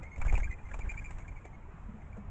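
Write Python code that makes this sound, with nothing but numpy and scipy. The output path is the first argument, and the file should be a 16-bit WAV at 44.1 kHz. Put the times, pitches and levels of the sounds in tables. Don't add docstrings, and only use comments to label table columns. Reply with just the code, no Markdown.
import sys
import numpy as np
from scipy import signal
from scipy.fft import rfft, irfft
from scipy.io import wavfile
from scipy.ndimage import uniform_filter1d

SR = 44100
rng = np.random.default_rng(int(sys.argv[2]) if len(sys.argv) > 2 else 0)


def store_wav(level_fs):
    pcm = np.round(np.clip(np.atleast_2d(level_fs), -1, 1) * 32767)
    wavfile.write(sys.argv[1], SR, pcm.T.astype(np.int16))


N = 101430


def amp(db):
    return 10 ** (np.asarray(db) / 20)


def evened(x):
    return x / np.sqrt(np.mean(x ** 2) + 1e-20)


def read(points, hz):
    f, value = np.transpose(points)
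    return np.interp(np.log(hz + 1), np.log(f + 1), value)


def add(mix, start_s, sound):
    part = mix[max(round(start_s * SR), 0):][:len(sound)]
    part += sound[:len(part)]


def colour(x, points):
    gain = amp(read(points, np.fft.rfftfreq(len(x), 1 / SR)))
    return irfft(rfft(x) * gain, len(x))


def drift(seconds):
    size = max(round(seconds * SR), 2)
    once = uniform_filter1d(rng.standard_normal(N), size)
    return evened(uniform_filter1d(once, size))


def hiss(points, patch_db, flicker_db, size, bright_db=0):
    hop = size // 4
    hz = np.fft.rfftfreq(size, 1 / SR)[:, None]
    real, imaginary, patches = rng.standard_normal((N // hop + 5, size // 2 + 1, 3)).T
    frames = real.shape[1]
    patches = uniform_filter1d(patches, size=6, axis=0)
    patches = evened(uniform_filter1d(patches, size=6, axis=1))
    flicker = evened(uniform_filter1d(rng.standard_normal(frames), size=3))
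    bright = np.interp(np.arange(frames) * hop, np.arange(N), bright_db * np.ones(N))
    tilt = np.log2(np.maximum(hz / 2000, 1)) * bright
    level_db = read(points, hz) + patch_db * patches + flicker_db * flicker + tilt
    spectrum = (real + 1j * imaginary) * amp(level_db)
    return signal.istft(spectrum, nperseg=size, noverlap=size - hop)[1][:N]


# (pitch_hz, level_db)
AIR_TONE = [(20, -1.5), (60, -6), (150, -14.5), (260, -20), (500, -25), (1000, -22.5), (1600, -31),
            (2400, -33.5), (4500, -36), (9000, -51.5)]


def air():
    return amp(-52) * evened(hiss(AIR_TONE, patch_db=2, flicker_db=-0.5, size=2048))


# (start_s, level_db)
SWELL_LEVELS = [(0.0, -44), (0.15, -47), (0.36, -39), (0.51, -50), (0.72, -49.5), (1.0, -49.5),
                (1.26, -51.5), (1.48, -52.5), (1.73, -55.5), (1.91, -47), (2.06, -52), (2.2, -49.5),
                (2.3, -48)]
# (pitch_hz, level_db)
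SWELL_TONE = [(20, -3), (50, 3.5), (90, 1), (150, -8.5), (250, -17), (500, -39), (1000, -66)]


def swelling_rumble():
    start_s, level_db = np.transpose(SWELL_LEVELS)
    level = amp(np.interp(np.arange(N) / SR, start_s, level_db))
    return level * evened(hiss(SWELL_TONE, patch_db=.7, flicker_db=.7, size=2048))


# (start_s, level_db, brightness_db_per_octave)
RUSTLE_LEVELS = [(0, -62, 2), (.15, -60, 1.5), (.19, -50, 0), (.235, -51, -1.5), (.26, -39.5, -2),
                 (.29, -44, -2.5), (.33, -36, -6), (.36, -44, -3), (.4, -46, -3), (.45, -49, 1),
                 (.55, -60, 1.5), (.68, -50.5, -2), (.74, -42.5, -2.5), (.8, -52.5, -0.5), (.86, -36.5, -8),
                 (.94, -49.5, 0), (1.1, -50, 0.5), (1.3, -57, 0.5), (1.46, -59.5, 1), (1.6, -65.5, 1),
                 (1.8, -56, -2), (2.05, -59.5, -0.5), (2.18, -56.5, -1), (2.3, -72, 2.5)]
# (pitch_hz, level_db)
RUSTLE_TONE = [(60, 4.5), (200, 14.5), (600, -3.5), (1500, 1), (2400, -1), (4000, 1), (7000, 3.5),
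               (9000, 11)]


def rustle():
    start_s, level_db, bright_db = np.transpose(RUSTLE_LEVELS)
    t = np.arange(N) / SR
    sound = hiss(RUSTLE_TONE, patch_db=0.5, flicker_db=0, size=512, bright_db=np.interp(t, start_s, bright_db))
    return amp(np.interp(t, start_s, level_db)) * evened(sound)


# (start_s, pitch_hz, level_db before doubling and decay, t60_s)
THUMP_HITS = [(1.734, 158.4, -46.5, 0.11), (1.855, 71, -37, 0.067), (1.887, 205.3, -41.5, 0.089),
              (1.935, 214.5, -47, 0.19), (2.095, 83, -43.5, 0.12), (2.165, 478, -43.5, 0.054),
              (2.177, 203, -45, 0.21)]
THUMP_RISE_S = 0.0094


def thumps():
    t = np.arange(0, .3, 1 / SR)
    out = np.zeros(N)
    for start_s, hz, level_db, t60_s in THUMP_HITS:
        rise = np.minimum(t / THUMP_RISE_S, 1)
        add(out, start_s, amp(level_db - 60 * t / t60_s) * rise * 2 * np.sin(2 * np.pi * hz * t))
    return out


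# (start_s, crack_db before its tone curve, body_db relative to that, body_pitch_hz, burst_s)
CLAP_HITS = [(0.0295, -52, -15, 423, 0.0034), (0.161, -62, 2, 643, 0.0061), (0.1783, -56, 3, 468, 0.0083),
             (0.2004, -62, 10.5, 760, 0.0052), (0.215, -47, 10, 928, 0.0038),
             (0.2493, -50.5, 5.5, 807, 0.0027), (0.265, -52, 5, 610, 0.0097),
             (0.304, -56, 5.5, 577, 0.0031), (0.3242, -46, 7, 392, 0.0055),
             (0.3408, -39.5, -2, 435, 0.0022), (0.377, -41.5, -5.5, 680, 0.0036),
             (0.399, -56, -5, 484, 0.0063), (0.4202, -55, 8, 423, 0.003), (0.513, -56, -10, 431, 0.0036),
             (0.7133, -61, 7, 748, 0.0071), (0.741, -53, 4, 630, 0.0096), (0.7893, -49, -1, 686, 0.0046),
             (0.9153, -52.5, -2.5, 1027, 0.0053), (0.9487, -61, 9, 1280, 0.0024),
             (1.1066, -46.5, -16, 1090, 0.0023), (1.1835, -47, -2, 900, 0.0014),
             (1.279, -58, -10, 910, 0.0045), (1.4526, -56.5, 8, 549, 0.0052),
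             (2.1682, -67.5, 15.5, 480, 0.012)]
# (pitch_hz, level_db)
CRACK_TONE = [(800, 17), (1500, 5.5), (3000, 9), (6000, 8.5), (9000, 12.5)]
ECHO_DB, ECHO_T60_S = -8.5, 0.11
SNAP_DB, SNAP_RISE_S = 3, .0015
BODY_OCTAVES, BODY_RISE_S = 0.91, 0.0027


def claps():
    t = np.arange(4096) / SR
    hz = np.fft.rfftfreq(len(t), 1 / SR)
    crack, body = np.zeros((2, N))
    for start_s, crack_db, body_db, body_hz, burst_s in CLAP_HITS:
        crack_noise, body_noise, snap_noise = rng.standard_normal((3, len(t)))
        shape = np.exp(-t / burst_s) + amp(ECHO_DB - 60 * t / ECHO_T60_S)
        snaps_db = SNAP_DB * evened(uniform_filter1d(snap_noise, size=30))
        crack_shape = shape * np.minimum(t / SNAP_RISE_S, 1)
        add(crack, start_s, amp(crack_db + snaps_db) * crack_shape * crack_noise)
        octaves_off = np.log2((hz + 1) / body_hz)
        band = evened(irfft(rfft(body_noise) / (1 + (octaves_off / BODY_OCTAVES) ** 4)))
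        body_shape = shape * np.minimum(t / BODY_RISE_S, 1)
        add(body, start_s, amp(crack_db + body_db) * body_shape * band)
    return colour(crack, [(1, -61.5)] + CRACK_TONE) + body


# (start_s, length_s before the closing fade time is added, level_db,
#   first_pitch_hz, last_pitch_hz, third_harmonic_db, other_wing_pitch_hz, other_wing_db relative, swell_db)
WHISTLE_NOTES = [(0.018, 0.0053, -58, 2430, 2480, -25, 2110, 3, 11),
                 (0.023, 0.028, -55, 2094, 2096, -26, 2330, -17, 3),
                 (0.051, 0.036, -60, 2186, 2163, -28, 2050, -16.5, -6),
                 (0.11, 0.036, -55.5, 2127, 2200, -20.5, 2050, -18, -4.5),
                 (0.154, 0.02, -58.5, 2230, 2050, -17, 2470, -9.5, -4),
                 (0.209, 0.014, -44, 2319, 2226, -24, 2393, -4.5, 4),
                 (0.251, 0.019, -50.5, 1623, 1710, -26, 1466, -6, -10),
                 (0.276, 0.022, -43, 2340, 2043, -17, 2450, -8, 12),
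                 (0.325, 0.023, -59, 2400, 2320, -27, 1966, 2, -7),
                 (0.349, 0.024, -44, 2423, 2197, -18, 2560, -4.5, 0.5),
                 (0.396, 0.0077, -49.5, 1645, 1655, -31, 1435, -8, 2),
                 (0.397, 0.0069, -49.5, 2180, 2180, -10.5, 1940, -6, -4),
                 (0.429, 0.031, -49.5, 2244, 2443, -15.5, 2172, -1, -13.5),
                 (0.47, 0.011, -52, 1640, 1610, -32, 1460, -14, -0.5),
                 (0.491, 0.05, -60.5, 2456, 2443, -14.5, 2080, -2, 0),
                 (0.507, 0.024, -50.5, 2087, 2057, -22.5, 2025, -3.5, -15),
                 (0.582, 0.02, -61.5, 2350, 2490, -30, 1930, -8, -9),
                 (0.651, 0.022, -57.5, 2066, 2120, -20, 1800, -21, -6),
                 (0.684, 0.014, -64.5, 2360, 2360, -14, 2060, 4, -2),
                 (0.706, 0.011, -51.5, 1670, 1680, -48, 1410, -12, -4),
                 (0.734, 0.012, -49, 2295, 2496, -15.5, 2700, -4, -17),
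                 (0.804, 0.015, -53.5, 2330, 2400, -15.5, 2270, -3, -2),
                 (0.83, 0.015, -62, 2140, 2040, -24, 1850, -6, -3),
                 (0.857, 0.0068, -61, 1570, 1580, -33, 1340, -14, -6.5),
                 (0.888, 0.031, -45, 2385, 2500, -13.5, 2140, -10.5, -2),
                 (0.934, 0.01, -55, 2280, 2220, -17, 2080, -3.5, 3.5),
                 (0.934, 0.012, -57, 1570, 1600, -35.5, 1403, -2, -4),
                 (0.968, 0.027, -46.5, 2288, 2476, -18, 2215, -14, -8),
                 (1.012, 0.013, -59, 1660, 1650, -26, 1360, -18, 2),
                 (1.015, 0.013, -62, 2210, 2040, -16, 2230, -16, -2),
                 (1.041, 0.031, -49, 2334, 2386, -12, 2470, -7, -16),
                 (1.08, 0.015, -57, 2254, 2330, -18, 1900, -20, -5),
                 (1.09, 0.0083, -61.5, 1645, 1680, -23, 1820, -7, 2),
                 (1.124, 0.011, -61, 2150, 2120, -23, 2300, -10, -11),
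                 (1.167, 0.021, -64, 2012, 2130, -18, 1990, -5, -3),
                 (1.199, 0.028, -60, 2188, 2295, -12, 2090, -8.5, 0),
                 (1.243, 0.014, -60.5, 1640, 1640, -38, 1775, -5, 3),
                 (1.276, 0.017, -56.5, 2214, 2154, -17.5, 2353, 0.5, -12),
                 (1.31, 0.017, -61.5, 2260, 2030, -21, 2410, -9, 7),
                 (1.356, 0.031, -56.5, 2314, 2156, -20.5, 2060, -13, 1),
                 (1.405, 0.012, -66, 1620, 1720, -29, 1340, -11, -8),
                 (1.41, 0.016, -67, 2510, 2360, -26, 2010, -13.5, -5),
                 (1.442, 0.014, -58.5, 2280, 2324, -13.5, 2010, -15, -6.5),
                 (1.462, 0.02, -64.5, 2175, 1990, -15, 2350, -6, -9),
                 (1.528, 0.027, -73, 2000, 1940, -23.5, 2176, 11, -7),
                 (1.62, 0.011, -69, 2270, 2210, -21, 2054, 2, -2),
                 (2.013, 0.012, -66, 2126, 2080, -17, 2350, -10.5, -5),
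                 (2.123, 0.0095, -61, 2210, 2400, -19, 2100, -21, -6)]
SECOND_DB = -12
RISE_S, EDGE_S = .007, .009
WOBBLE, WOBBLE_S = .014, 0.0046
FLUTTER_DB, FLUTTER_S = 3.5, 0.0019
ARCH = .09
BREATH_DB, BREATH_HZ = -8.5, 500
CLEAN_DB, ROUGH_DB, CLEAN_SHARE = -57, -45, .3
RING_DB, RING_T60_S = -11.5, .1


def whistles():
    chance = [(drift(WOBBLE_S), drift(FLUTTER_S), drift(.5 / BREATH_HZ)) for wing in range(2)]
    out = np.zeros(N)
    for start_s, length_s, db, first_hz, last_hz, third_db, other_hz, other_db, swell_db in WHISTLE_NOTES:
        t = np.arange(0, length_s + EDGE_S, 1 / SR)
        start = round(start_s * SR)
        at = slice(start, start + len(t))
        fade = np.clip(np.minimum(t / RISE_S, t[::-1] / EDGE_S), 0, 1)
        shape = np.sin(np.pi / 2 * fade) ** 2
        rough = np.interp(db, [CLEAN_DB, ROUGH_DB], [CLEAN_SHARE, 1])
        bend = 1 - rough * ARCH * (1 - shape)
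        lift_db = -read(MIC_TONE, 3 * first_hz)
        swell = swell_db * (t / t[-1] - .5)
        wings = [(np.linspace(first_hz, last_hz, len(t)), 0), (other_hz, other_db)]
        for (hz, wing_db), (waver, flutter, airy) in zip(wings, chance):
            pitch_hz = hz * bend * (1 + rough * WOBBLE * waver[at])
            phase = 2 * np.pi * np.cumsum(pitch_hz) / SR
            tone = np.sin(phase) + amp(SECOND_DB) * np.sin(2 * phase)
            tone += amp(third_db + lift_db) * np.sin(3 * phase)
            level_db = db + wing_db + FLUTTER_DB * flutter[at] + swell
            breath = 1 + rough * amp(BREATH_DB) * airy[at]
            out[at] += amp(level_db) * shape * breath * tone
    t = np.arange(8192) / SR
    echo = rng.standard_normal(len(t)) * amp(-60 * t / RING_T60_S)
    return out + amp(RING_DB) * signal.oaconvolve(out, echo / np.linalg.norm(echo))[:N]


# (start_s where pressure crosses zero, level_db before pulse shaping, fall_s time scale)
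STROKE_PULSES = [(0.176, -41.5, 0.0064), (0.191, -35.5, 0.0035), (0.226, -31, 0.019), (0.265, -25, 0.0067),
                 (0.296, -28.5, 0.015), (0.311, -25, 0.0095), (0.341, -23.5, 0.0067), (0.367, -26.5, 0.014),
                 (0.387, -29, 0.0125), (0.42, -29, 0.0069), (0.448, -33.5, 0.0093), (0.464, -38.5, 0.0064),
                 (0.5, -32.5, 0.0061), (0.549, -41.5, 0.0083), (0.657, -41, 0.011), (0.693, -51, 0.021),
                 (0.72, -39, 0.0075), (0.744, -36.5, 0.012), (0.768, -36.5, 0.013), (0.798, -35, 0.005),
                 (0.845, -34, 0.0086), (0.879, -35.5, 0.0057), (0.925, -38, 0.0086), (0.957, -38, 0.0054),
                 (1.004, -39.5, 0.0066), (1.036, -43, 0.0069), (1.078, -39.5, 0.0078), (1.114, -43, 0.0071),
                 (1.155, -41, 0.012), (1.188, -47, 0.012), (1.232, -45.5, 0.0051), (1.265, -49, 0.0081),
                 (1.313, -41.5, 0.0069), (1.366, -46.5, 0.011)]
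BUILD_UP = 1.3


def strokes():
    out = np.zeros(N)
    for start_s, level_db, fall_s in STROKE_PULSES:
        u = np.arange(-.1, .1, 1 / SR) / fall_s
        pulse = -2 * np.tanh(2 * u) * np.exp(-(u / BUILD_UP) ** 2)
        add(out, start_s - .1, amp(level_db) * pulse)
    return out


def scene():
    background = air() + swelling_rumble() + rustle() + thumps()
    return (background + claps() + whistles() + strokes())[None]


# (pitch_hz, level_db)
MIC_TONE = [(1500, 1.5), (2400, 1), (2800, -7.5), (4500, -23), (5800, -16), (7200, -6), (8200, -19),
            (8900, -35.5)]
EDGE_HZ = 9000


def record(dry):
    heard = colour(dry[0], MIC_TONE)[None]
    low_pass = signal.firwin(511, EDGE_HZ, window=("kaiser", 9), fs=SR)
    return signal.oaconvolve(heard, low_pass[None], "same")


dry = scene()
out = record(dry)
store_wav(out)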